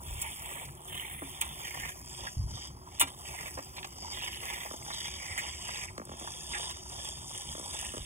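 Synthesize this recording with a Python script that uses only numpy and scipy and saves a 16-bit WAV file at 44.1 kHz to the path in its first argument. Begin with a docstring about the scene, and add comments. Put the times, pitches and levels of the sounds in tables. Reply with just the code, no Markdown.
"""Slurps come first: a calf sucks milk from a bottle in an outdoor pen, close to the microphone.
Each suck drags air and froth past the rubber teat: popping froth, fizzing bubbles and a low burble.
Lip gaps whistle as gliding bands of hiss; the seal spits, wet lips smack and films snap as bursts of
froth; milk glugs as falling tones. Wind, open air and a faint hum are filtered noise.
Drifting echoes and a phase-scrambled part join the direct sound at two microphone ports."""
import sys
import numpy as np
from scipy import signal
from scipy.fft import rfft, irfft
from scipy.io import wavfile
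from scipy.ndimage import uniform_filter1d

SR = 44100
rng = np.random.default_rng(int(sys.argv[2]) if len(sys.argv) > 2 else 0)


def int16_out(signal):
    """Quantize to a 16-bit WAV file."""
    q = np.round(np.clip(np.atleast_2d(signal).T, -1, 1) * 32767)
    wavfile.write(sys.argv[1], SR, q.astype(np.int16))


N = 355005
TIME = np.arange(N) / SR
TICKS = np.arange(0, N + 128, 128) / SR  # coarse times for slow controls
BINS = np.fft.rfftfreq(N, 1 / SR)


def gain_of(db):
    """Decibels to an amplitude factor."""
    return 10 ** (np.asarray(db) / 20)


def evened(x):
    """Scales to an rms of one."""
    return x / np.sqrt(np.mean(x ** 2) + 1e-20)


def read(points, hz, axis=1):
    """Reads one column of a table on a log-frequency axis."""
    points = np.asarray(points, float)
    return np.interp(np.log(hz + 1), np.log(points[:, 0] + 1), points[:, axis])


def colour_kept(x, points):
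    """Filters x by a spectrum without rescaling it."""
    return irfft(rfft(x) * gain_of(read(points, BINS)), N)


def colour(x, points):
    """Filters x by a spectrum; rms one."""
    return evened(colour_kept(x, points))


def bell(hz, centre_hz, octaves):
    """A hump of height one on a log-frequency axis."""
    return np.exp(-.5 * (np.log2((hz + 1) / centre_hz) / octaves) ** 2)


def band_noise(centre_hz, octaves):
    """Noise shaped by a bell; at low rates, a random wander."""
    return irfft(rfft(rng.standard_normal(N)) * bell(BINS, centre_hz, octaves), N)


def add(mix, s, sound):
    """Mixes a sound in at time s."""
    part = mix[max(round(s * SR), 0):][:len(sound)]
    part += sound[:len(part)]


def froth(size, per_s, spread_db, air):
    """Bursting films: sparse clicks of uneven strength, with a share of smooth rushing air."""
    strength = gain_of(spread_db * np.minimum(rng.exponential(1, size), 4))
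    sign = rng.choice([-1, 1], size)
    clicks = strength * sign * (rng.random(size) < per_s / SR)
    return evened(evened(clicks) + air * rng.standard_normal(size))


def bubbles(low_hz, high_hz, per_s, ring_cycles, count=20):
    """Bubbles of many sizes, each ringing for a few cycles at its own pitch."""
    t, out = np.arange(2048) / SR, np.zeros(N)
    for hz in np.geomspace(low_hz, high_hz, count):
        cycles = hz * t
        onset = 1 - np.exp(-cycles / 0.36)
        ring_down = np.sin(2 * np.pi * cycles) * np.exp(-cycles / ring_cycles) * onset
        chance = rng.random(N) * SR * count / per_s
        # the rarer a bubble, the stronger, up to a ceiling
        births = np.where(chance < 1, np.maximum(chance, .05) ** -.4, 0)
        out += signal.oaconvolve(births, ring_down)[:N]
    return evened(out)


def burst(length_s, db, centre_hz, octaves, release_s=0.011, attack_s=0.00015, droop=0.47):
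    """A short dense crackle of froth, pitched by the size of the opening."""
    size = 8192
    t, hz = np.arange(size) / SR, np.fft.rfftfreq(size, 1 / SR)
    release = np.exp(-np.maximum(t - length_s, 0) / min(release_s, length_s))
    shape = (1 - np.exp(-t / attack_s)) * release
    shape *= np.exp(-droop * t / length_s)  # the pressure behind it drains away
    shape /= np.sqrt(np.mean(shape[t <= length_s] ** 2))
    spray = froth(size, per_s=2100, spread_db=1.5, air=0.65)
    crackle = shape * irfft(rfft(spray) * bell(hz, centre_hz, octaves))
    return gain_of(db) * crackle * np.linalg.norm(shape) / np.linalg.norm(crackle)


def sputter(rate_hz, depth_db):
    """Uneven flow: a gain that wanders at random around the given rate."""
    wander = evened(band_noise(rate_hz, octaves=0.79))
    return evened(gain_of(depth_db * np.clip(wander, -2, 2)))


def films(shape, bands_size, frames_size):
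    """Wet films stretch and break, so the colour of the mouth flickers in small patches."""
    patches = uniform_filter1d(rng.standard_normal(shape), bands_size, axis=0)
    return evened(uniform_filter1d(patches, frames_size, axis=1))


def cavity(x, shape_db):
    """Passes x through a moving filter of unit power, given as dB over (Hz, s)."""
    hz, t, z = signal.stft(x, SR, nperseg=256, noverlap=192)
    gain = gain_of(shape_db(hz[:, None], t))
    gain /= np.sqrt(np.mean(gain ** 2, axis=0))
    return signal.istft(z * gain, SR, nperseg=256, noverlap=192)[1][:N]


# sucks, all levels relative: start/s, length/s, rise/s, slurp level/dB, fizz level/dB, swell over stroke/dB,
# leak afterwards/dB, first mouth resonance f/Hz, last mouth resonance f/Hz, flutter depth/dB,
# fizz tilt/(dB/octave), burble level/dB
SUCK_STROKES = [(0.0, 0.38, 0.4, -34.5, -38.5, -20, 2, 2920, 2600, -0.5, 0.5, -48),
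                (0.388, 0.25, 0.06, -42, -42.5, 1, -20, 2430, 2550, 0.5, 8.5, -46.5),
                (0.747, 0.1, 0.076, -56, -59, 0, -16, 3000, 3080, 2.5, 5, -55.5),
                (0.848, 0.28, 0.13, -36, -39, -14.5, 0, 3000, 2450, 3, 12, -49),
                (1.213, 0.32, 0.044, -45, -46.5, 6.5, -0.5, 2870, 2970, -0.5, -2, -52.5),
                (1.523, 0.36, 0.11, -40, -42.5, 9, -4, 2620, 2085, 3.5, -8.5, -48.5),
                (2.008, 0.26, 0.069, -48.5, -46.5, 16.5, -3.5, 2860, 3000, 3, -16, -53.5),
                (2.471, 0.21, 0.11, -42.5, -43, -12, -36, 4160, 3070, 3, -20.5, -52.5),
                (2.846, 0.16, 0.026, -56, -54, 16, -25, 2950, 2740, 2, -12, -67),
                (3.02, 0.067, .03, -50.5, -50, 9.5, -1, 3150, 3700, 2.5, -3.5, -49.5),
                (3.167, 0.31, 0.11, -43, -43, 6.5, -3, 2320, 2260, 2.5, -7.5, -48),
                (3.53, 0.38, 0.019, -55, -50.5, 6, 0, 2700, 2900, 3, -13.5, -57),
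                (3.944, 0.18, 0.066, -49, -43, 10, -30, 3100, 3120, 3.5, -24.5, -54),
                (4.101, 0.18, 0.039, -35.5, -43, 3, -0.5, 3200, 2700, 3.5, -11.5, -47),
                (4.398, 0.25, 0.07, -37.5, -40.5, -5, -2.5, 2280, 2430, 3, -8, -45.5),
                (4.677, 0.18, 0.037, -54.5, -49, -2, -11, 3300, 3360, 2.5, -12.5, -53),
                (4.827, 0.26, 0.18, -34, -39.5, -5, 0, 3970, 2930, 3.5, -13.5, -47),
                (5.152, 0.33, 0.083, -40.5, -43, 6.5, -1, 1850, 2660, 1.5, -12, -47),
                (5.554, 0.29, 0.12, -39, -41.5, 2.5, -17, 3040, 2350, 2, -10.5, -48.5),
                (6.043, 0.1, 0.034, -55, -54.5, 14, 0, 2900, 3170, 4, -10, -57),
                (6.159, 0.45, 0.084, -44.5, -43, 0.5, 0, 3300, 3440, -0.5, -6, -54.5),
                (6.484, 0.22, 0.05, -37.5, -43, -4, -3, 3750, 3470, 6.5, -18, -45),
                (6.809, 0.27, 0.21, -40.5, -40.5, 0.5, -0.5, 3280, 3380, 2.5, -7.5, -47.5),
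                (7.237, 0.42, 0.13, -42, -41.5, -9.5, 0, 3300, 3470, 3, -4.5, -51),
                (7.619, 0.25, 0.17, -37, -38.5, -3.5, -1, 2900, 2940, 3, -2.5, -45.5),
                (7.94, 0.11, 0.03, -45, -50, -3, 0, 3300, 3200, 3, -2, -58)]
SUCK_FIELDS = ("start_s length_s rise_s slurp_db fizz_db swell_db leak_db "
               "first_hz last_hz flutter_db tilt_db burble_db").split()


def column(name):
    """One named column of the sucks."""
    return np.transpose(SUCK_STROKES)[SUCK_FIELDS.index(name)]


def strokes(t, leak_power):
    """Per suck: progress 0-1, attack 0-1, release to a settling leak, and swell in dB."""
    fields = ("start_s", "length_s", "rise_s", "swell_db", "leak_db")
    start, length, rise, swell_db, leak_db = (column(name)[:, None] for name in fields)
    progress = np.clip((t - start) / length, 0, 1)
    after = np.maximum(t - start - length, 0)
    leak = gain_of(leak_power * np.minimum(leak_db, 0))
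    # the flow stops quickly; the leak at the lips dies slowly
    release_s, settle_s = 0.021, 0.21
    release = (1 - leak) * np.exp(-after / release_s) + leak * np.exp(-after / settle_s)
    return progress, np.clip((t - start) / rise, 0, 1), release, swell_db * (progress - .5)


def loudness(levels_db, seep_db, attack_power, leak_power, swell_share):
    """Gain of one layer: all sucks at their own levels, over milk seeping steadily."""
    _, attack, release, swell_db = strokes(TICKS, leak_power)
    each = gain_of(levels_db[:, None] + swell_share * swell_db) * attack ** attack_power * release
    return np.interp(TIME, TICKS, np.sqrt((each ** 2).sum(0) + gain_of(seep_db) ** 2))


def posture(t, first, last):
    """A mouth setting slides from first to last in each suck; the next suck takes over."""
    progress, attack, release, _ = strokes(t, leak_power=1)
    weight = (attack * release) ** 2 + 1e-9
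    value = first[:, None] + (last - first)[:, None] * progress
    return (weight * value).sum(0) / weight.sum(0)


def flutter(rate_hz=33.02, jitter=0.9):
    """The teat flutters, so milk comes in quick uneven spurts, as deep as each suck makes them."""
    wander = evened(band_noise(16.1, octaves=0.88))
    turns = np.cumsum(rate_hz * (1 + jitter * wander)) / SR
    depth = column("flutter_db")
    depth_db = np.interp(TIME, TICKS, posture(TICKS, depth, depth))
    return evened(gain_of(depth_db * np.cos(2 * np.pi * turns)))


# slurp colour: f/Hz, relative level/dB
SLURP_COLOUR = [(1100, -9), (1550, 5), (1850, 6), (2300, 4), (2650, -4), (3200, 7), (3700, 6), (4200, -31),
                (4700, -37), (5500, -8)]


def slurp(flow, spurts, bubbly=0.26, films_db=1.7):
    """Froth and small bubbles pop in the mouth, whose resonance slides as the tongue strips the teat."""
    def mouth(hz, t):
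        flicker_db = films_db * films((len(hz), len(t)), bands_size=2, frames_size=9)
        resonance_hz = posture(t, column("first_hz"), column("last_hz"))
        return read(SLURP_COLOUR, hz) + 12 * bell(hz, resonance_hz, octaves=0.3) + flicker_db
    pops = froth(N, per_s=1100, spread_db=2.7, air=0.5)
    pops = pops + bubbly * bubbles(1656, 3962, per_s=350, ring_cycles=26)
    level = loudness(column("slurp_db"), seep_db=-69, attack_power=1.3, leak_power=4.3, swell_share=1.0)
    uneven = flow * spurts * sputter(rate_hz=160, depth_db=1.5)
    return evened(cavity(pops, mouth)) * gain_of(-4.5) * level * uneven


# fizz colour: f/Hz, relative level/dB
FIZZ_COLOUR = [(2800, -24), (4200, -72), (4800, 2.5), (5500, -2), (6300, -2), (7200, 1), (8400, 2),
               (10000, 3.5), (11000, 4.5), (12000, 3), (13000, 4.5), (14000, 5), (15700, -7.5)]
# narrow hollow in the hiss, drifting as the head moves: t/s, f/Hz
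HISS_HOLLOW = [(0.5, 6300), (1.3, 7140), (1.7, 7900), (2.1, 8200), (2.8, 7000), (3.6, 7040), (4.1, 6600),
               (4.75, 7700), (5.6, 6700), (6.4, 7800), (7.4, 7640), (8, 7250)]
# boost of the highest hiss: t/s, relative level/dB
TOP_HISS_LEVEL = [(0, 3.5), (1, -5), (1.7, 7), (2.3, 7), (3, -4.5), (3.7, 11.5), (4.6, 7.5), (5.5, -5),
                  (6.2, -9), (8, -16)]


def fizz(flow, bubbly=0.21, films_db=1.9, hollow_db=-11, hollow_octaves=0.026):
    """Tiny bubbles ring and air hisses through the gap between lip and teat, in little clumps."""
    def gap(hz, t):
        tilt = column("tilt_db")
        tilt_db = posture(t, tilt, tilt) * np.log2(np.maximum(hz, 4000) / 9000)
        hollow_hz = np.interp(t, *np.transpose(HISS_HOLLOW))
        notch_db = hollow_db * bell(hz, hollow_hz, hollow_octaves)
        top_db = np.interp(t, *np.transpose(TOP_HISS_LEVEL)) * bell(hz, 14500, octaves=0.28)
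        flicker_db = films_db * films((len(hz), len(t)), bands_size=4, frames_size=14)
        return read(FIZZ_COLOUR, hz) + tilt_db + top_db + notch_db + flicker_db
    spray = froth(N, per_s=1500, spread_db=5.5, air=0.95)
    spray = spray + bubbly * bubbles(5733, 12100, per_s=600, ring_cycles=30)
    level = loudness(column("fizz_db"), seep_db=-60.5, attack_power=0.49, leak_power=0.62, swell_share=0.45)
    uneven = evened(flow ** 0.5) * sputter(rate_hz=170, depth_db=0.5)
    return cavity(evened(spray), gap) * gain_of(-2.05) * level * uneven


# burble colour: f/Hz, relative level/dB
BURBLE_COLOUR = [(200, 0), (370, -14), (500, -9.5), (700, -1.5), (950, 1), (1200, -1), (1500, -3.5),
                 (2200, -35)]


def burble(flow, frothy=0.52):
    """Larger bubbles ring deep in the mouth among bursting froth, in uneven clumps."""
    level = loudness(column("burble_db"), seep_db=-54, attack_power=0.46, leak_power=10.5, swell_share=1.0)
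    clumps = sputter(rate_hz=18.4, depth_db=1.9)
    pops = froth(N, per_s=450, spread_db=2.5, air=0.2)
    pops = evened(irfft(rfft(pops) * bell(BINS, 920, octaves=0.85), N))
    wet = bubbles(383.0, 1457, per_s=800, ring_cycles=9.8) + frothy * pops
    return colour(wet, BURBLE_COLOUR) * gain_of(-2.0) * level * clumps * flow


# wind rumble colour: f/Hz, relative level/dB
WIND_RUMBLE = [(15, -66), (30, -17), (48, -7.5), (66, 2.5), (100, -6.5), (145, -5), (180, -12),
               (260, -15.5), (450, -32.5), (900, -62)]
# gusts that buffet the microphone: t/s, length/s, relative level/dB
WIND_GUSTS = [(0.058, 0.16, -42), (2.367, 0.044, -29), (2.405, 0.068, -33.5), (2.456, 0.13, -42),
              (5.306, 0.032, -44), (7.974, 0.062, -43.5)]


def wind():
    """Low, lumpy turbulence at the microphone, with brief stronger gusts."""
    rumble = colour(rng.standard_normal(N), WIND_RUMBLE)
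    out = rumble * gain_of(-51) * sputter(rate_hz=5.2, depth_db=2.5)
    buffet = band_noise(64, octaves=0.71)
    for s, length_s, db in WIND_GUSTS:
        gust = buffet[(TIME >= s) & (TIME < s + length_s)]
        add(out, s, gain_of(db) * evened(gust) * signal.windows.tukey(len(gust), .3))
    return out


# open-air colour: f/Hz, relative level/dB
OPEN_AIR = [(25, -21), (100, -13), (280, 2), (370, 13), (450, -19), (800, -27), (1200, -21), (1550, -7),
            (3000, -16.5), (4000, -15), (5200, -28), (7000, -38), (10500, -4.5), (16000, -13)]
# faint, far, wavering hum: f/Hz, width/octaves, relative level/dB
FAR_HUM = [(372.3, 0.024, -66.5), (1270, 0.029, -73)]


def outdoors():
    """The wind, the faint wash of the open pen and a far hum of narrow noise bands."""
    noise = rfft(rng.standard_normal(N))
    hum = np.zeros(N)
    for hz, octaves, db in FAR_HUM:
        hum += gain_of(db) * evened(irfft(noise * bell(BINS, hz, octaves), N))
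    return wind() + hum + gain_of(-59.5) * colour(rng.standard_normal(N), OPEN_AIR)


# breathy whistles at the lip gap: t/s, length/s, relative level/dB, first f/Hz, last f/Hz
LIP_WHISTLES = [(0.02, 0.086, -64, 8140, 10600), (0.222, 0.18, -49.5, 10700, 8460),
                (0.396, 0.32, -52, 8060, 8260), (0.814, 0.078, -57, 8000, 10400),
                (1.056, 0.24, -50, 10500, 9200), (2.05, 0.2, -51, 7000, 9600),
                (4.27, 0.25, -50.5, 11400, 9950), (4.806, 0.083, -52.5, 7260, 11100),
                (5.241, 0.18, -50, 7600, 9900), (5.48, 0.13, -55, 7800, 7370),
                (6.435, 0.32, -45.5, 8680, 8950)]


def whistles(width_hz=520):
    """A narrow band of hiss glides as the lip gap narrows or widens, swelling and fading."""
    out = np.zeros(N)
    lowpass = 1 / (1 + (BINS / width_hz) ** 4) ** .5
    air = evened(irfft(rfft(rng.standard_normal((2, N))) * lowpass, N))
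    for s, length_s, db, first_hz, last_hz in LIP_WHISTLES:
        a, b = air[:, (TIME >= s) & (TIME < s + length_s)]
        turn = 2 * np.pi * np.cumsum(np.geomspace(first_hz, last_hz, len(a))) / SR
        hiss = a * np.cos(turn) + b * np.sin(turn)
        add(out, s, gain_of(db) * signal.windows.tukey(len(a), .7) * hiss)
    return out


# hollow notes of mouth and bottle: f/Hz, relative level/dB, t60/s
RING_NOTES = [(947, -3, 0.09), (1370, 1, 0.097), (2350, 0, 0.11), (2360, -13, 0.044), (2534, -14, 0.05),
              (2840, -2, 0.081), (3220, -10, 0.073), (3560, -2, 0.088), (3830, -10, 0.099)]


def ring():
    """The hollow notes, struck once and dying away."""
    t, out = np.arange(8192) / SR, np.zeros(8192)
    for hz, db, t60_s in RING_NOTES:
        out += gain_of(db - 60 * t / t60_s) * np.sin(2 * np.pi * (hz * t + rng.random()))
    return out


# seal bursts on the teat, levels relative: t/s, length/s, spray level/dB, snap delay/s, snap level/dB,
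# mouth level/dB, throat level/dB, ring level/dB
SEAL_SPITS = [(0.2155, 0.0084, -28, 0.0012, -36, -42, -51, -52),
              (1.41, 0.01, -29.5, 0.0043, -18, -33, -43.5, -39),
              (2.996, 0.025, -22, 0.017, -13, -31, -31, -24)]


def spits(mouth_lag_s=0.001933, throat_lag_s=0.009, snap_s=0.0008, throat_s=0.03):
    """The seal bursts: overlapping spray, mouth and throat bursts, and a sharp snap that rings notes."""
    out = np.zeros(N)
    for s, length_s, spray_db, snap_delay_s, snap_db, mouth_db, throat_db, ring_db in SEAL_SPITS:
        spray = burst(length_s, spray_db, centre_hz=11030, octaves=0.68, attack_s=0.00086, droop=0.55)
        mouth = burst(length_s, mouth_db, centre_hz=2650, octaves=0.46, attack_s=0.00065, droop=0.099)
        add(out, s, spray)
        add(out, s + snap_delay_s, burst(snap_s, snap_db, centre_hz=9800, octaves=0.26))
        add(out, s + snap_delay_s, gain_of(ring_db) * ring())
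        add(out, s + mouth_lag_s, mouth)
        add(out, s + throat_lag_s, burst(throat_s, throat_db, centre_hz=1080, octaves=0.68))
    return out


# wet smacks of lips and tongue: t/s, length/s, relative level/dB, centre f/Hz, width/octaves
LIP_SMACKS = [(0.237, 0.072, -45, 2260, 0.27), (0.242, 0.029, -44, 894, 0.06),
              (0.652, 0.0076, -44, 8400, 1.2), (0.686, 0.0083, -48, 1460, 0.75),
              (1.2195, 0.014, -42, 594, 1), (1.448, 0.013, -47, 9730, 0.27),
              (2.271, 0.01, -36.5, 1680, 0.23), (3.01, 0.0071, -29, 2650, 0.28),
              (3.027, 0.012, -38, 1180, 1.5), (3.071, 0.016, -45, 1430, 1.1),
              (3.573, 0.019, -37, 670, 1.04), (3.765, 0.011, -43.5, 2630, 0.76),
              (3.779, 0.0087, -43, 810, 0.53), (3.782, 0.0091, -40.5, 2590, 0.56),
              (3.828, 0.0046, -38.5, 2330, 0.69), (3.844, 0.007, -36, 1370, 1.46),
              (4.047, 0.018, -43, 890, 0.19), (4.244, 0.008, -41.5, 8430, 0.81),
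              (4.653, 0.013, -42, 740, 0.53), (4.824, 0.0029, -46.5, 2360, 0.16),
              (4.863, 0.0029, -41, 900, 0.91), (4.904, 0.008, -36.5, 1190, 0.72),
              (4.925, 0.024, -42.5, 3730, 0.1), (5.376, 0.021, -33, 1940, 0.35),
              (5.3772, 0.022, -37.5, 8000, 0.98), (5.688, 0.0064, -35.5, 1070, 0.96),
              (5.876, 0.018, -45.5, 2090, 0.27), (5.978, 0.0027, -39.5, 2000, 1.6),
              (6.243, 0.0095, -46, 800, 0.6), (6.2735, 0.0084, -37, 1090, 0.46),
              (6.534, 0.039, -36, 1870, 0.37), (6.6, 0.0056, -42, 764, 0.13),
              (6.703, 0.0095, -41, 2140, 2.4), (7.843, 0.014, -44, 2170, 0.33)]
# milk films snapping between lip and teat: t/s, relative level/dB, centre f/Hz
FILM_SNAPS = [(0.6833, -46, 9000), (0.7092, -44, 9500), (0.7225, -47, 9000), (0.7385, -59, 9000),
              (0.7516, -43, 9000), (0.8175, -45, 8500), (0.848, -43, 8500), (1.4545, -40, 9600),
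              (1.463, -40, 9500), (1.5295, -41, 9500), (2.0604, -41, 9000), (2.6725, -41, 9700),
              (2.989, -40, 2600), (3.0845, -38, 10500), (4.1554, -42, 3100), (4.2008, -41, 2700),
              (4.2145, -35, 2400), (4.346, -33.5, 2600), (4.4051, -37, 2660), (4.4385, -38, 2600),
              (4.4926, -50, 3200), (5.6814, -37, 8500), (5.7587, -33, 2600), (6.053, -38, 9200),
              (6.1985, -35, 8500), (6.6322, -41, 2600), (6.8814, -45, 8500), (7.047, -33.5, 8500),
              (7.3361, -43, 8500), (7.7983, -38, 8660), (7.813, -31, 8500), (7.8494, -31, 8000)]


def smacks():
    """Lips and tongue part: one burst of froth each; a single film gives just a snap."""
    out = np.zeros(N)
    for s, length_s, db, centre_hz, octaves in LIP_SMACKS:
        add(out, s, burst(length_s, db, centre_hz, octaves))
    for s, db, centre_hz in FILM_SNAPS:
        add(out, s, burst(0.001, db, centre_hz, octaves=0.5))
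    return out


def pocket(db, fall_s, final_hz, decay_s, extra_hz=2900, steepness=2.15, swell_s=0.003):
    """A pocket of air opens in the milk: its tone drops as it swells, and soon dies."""
    t = np.arange(4096) / SR
    hz = final_hz + extra_hz / (1 + (t / fall_s) ** steepness)
    size = np.minimum(t / swell_s, 1) * np.exp(-np.maximum(t - swell_s, 0) / decay_s)
    return gain_of(db) * size * np.sin(2 * np.pi * np.cumsum(hz) / SR)


# glugs, before the throat: t/s, relative peak level/dB, fall/s, ring decay/s
MILK_GLUGS = [(4.7108, -31.5, 0.0014, 0.0029), (4.7375, -33, 0.00115, 0.0035),
              (5.979, -31.5, 0.00147, 0.0049), (5.9968, -34, 0.0016, 0.0083), (6.0157, -36, 0.00144, 0.005),
              (6.0725, -42, 0.0012, 0.003), (6.093, -36.5, 0.0013, 0.0057), (6.1165, -36.5, 0.0013, 0.0057),
              (6.137, -39, 0.00112, 0.004), (6.211, -38, 0.00132, 0.005), (6.2235, -39, 0.00096, 0.0035),
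              (7.5503, -33, 0.00115, 0.0023), (7.578, -35, 0.00104, 0.002),
              (7.5962, -33.5, 0.00102, 0.0022), (7.6102, -40, 0.00108, 0.0017), (7.627, -40, 0.0008, 0.002),
              (7.9381, -31.5, 0.00091, 0.0015), (7.9459, -32, 0.00085, 0.0022),
              (7.969, -30.5, 0.00082, 0.0015), (7.9805, -33, 0.0008, 0.0016), (7.99, -49, 0.0008, 0.0016)]
# large bubbles with a hollow note, before the throat: t/s, relative peak level/dB
HOLLOW_BLOOPS = [(1.2186, -36), (3.022, -36), (3.575, -43.5)]
# throat through which both are heard: f/Hz, gain/dB
THROAT_COLOUR = [(150, 4), (300, -0.5), (450, -0.5), (620, 5), (850, -11), (1200, 11.5), (1600, 5.5),
                 (3000, -4)]


def glugs(drop_power=0.39, pocket_fall_s=0.0014, pocket_hz=185):
    """Runs of short glugs, ending lower the slower they fall, and a few hollow bloops."""
    out = np.zeros(N)
    for s, db, fall_s, ring_s in MILK_GLUGS:
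        final_hz = pocket_hz * (pocket_fall_s / fall_s) ** drop_power
        add(out, s, pocket(db, fall_s, final_hz, ring_s))
    for s, db in HOLLOW_BLOOPS:
        add(out, s, pocket(db, fall_s=0.001056, final_hz=270, decay_s=0.024))
    return colour_kept(out, THROAT_COLOUR)


# near reflections, likely bottle, ground and legs: delay/s, relative level/dB, rms drift/s
NEAR_ECHOES = [(.0011, -12, 0.00013), (.00375, -19, 0.00015), (.0062, -11.5, 0.0003)]
# their colour: f/Hz, gain/dB
REFLECTION_COLOUR = [(300, -29.5), (2000, -4), (4000, -1), (8000, -3), (15000, -12)]


def echoes(x, rate_hz=1.346):
    """Thin, bright early reflections whose paths drift as the calf moves its head."""
    thin, out = colour_kept(x, REFLECTION_COLOUR), np.zeros(N)
    for delay_s, db, drift_s in NEAR_ECHOES:
        drift = evened(band_noise(rate_hz, octaves=0.483))
        out += gain_of(db) * np.interp(TIME - delay_s - drift_s * drift, TIME, thin, left=0)
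    return out


def scatter(x):
    """Reflections from the moving head and bottle keep the loudness but scramble the phase."""
    z = signal.stft(x, SR, nperseg=128)[2]
    turned = z * np.exp(2j * np.pi * rng.random(z.shape))
    mixed = signal.istft(turned, SR, nperseg=128)[1][:N]
    return evened(mixed) * np.std(x)


# microphone ports: f/Hz, phase of left against right/rad, likeness/(0-1), left minus right/dB
MIC_PORTS = [(30, 0, .96, 0), (110, -.05, .96, .5), (350, -.45, .84, 3), (650, -1.65, .88, 0),
             (950, -1.5, .96, -2.5), (1550, -3.05, .98, 0), (1950, -4.6, .6, -5), (2350, -5.1, .5, -6),
             (2750, -7, .55, 0), (3250, -7.6, .75, -7), (3900, -9.3, .996, 0), (4900, -9.5, .996, 0),
             (6200, -10.7, .86, 0), (8200, -12.55, .96, 0), (10500, -13.9, .87, 0), (12600, -15.65, .99, 0),
             (13500, -15.8, .99, 0), (15700, -18.3, .65, 0)]


def ports(direct, diffuse):
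    """Sound from the right reaches the left port later, mixed there with a diffuse part."""
    phase, same, balance_db = (read(MIC_PORTS, BINS, axis=k) for k in (1, 2, 3))
    same, right, balance = np.clip(same, 0, 1), rfft(direct), gain_of(balance_db)
    shared = same * right * np.exp(1j * phase)
    left = (shared + np.sqrt(1 - same ** 2) * rfft(diffuse)) * balance
    return irfft(np.array([left, right]) / np.sqrt((1 + balance ** 2) / 2), N)


def scene():
    """The calf's mouth and its reflections over the wind and the open air."""
    flow, spurts = sputter(rate_hz=11.8, depth_db=0.5), flutter()
    sucking = slurp(flow, spurts) + fizz(flow * spurts) + burble(flow * spurts)
    mouth = sucking + whistles() + spits() + smacks() + glugs()
    diffuse = gain_of(-8.0) * scatter(mouth) + gain_of(11.5) * echoes(mouth)
    direct = gain_of(-0.75) * (mouth + echoes(mouth))
    return ports(direct + outdoors(), diffuse + outdoors())


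def record(dry, edge_hz=15800):
    """Band limit: a steep linear-phase low-pass on both channels."""
    taps = signal.firwin(511, edge_hz, window=("kaiser", 9), fs=SR)
    return signal.oaconvolve(dry, taps[None], "same", axes=1)


dry = scene()
out = record(dry)
int16_out(out)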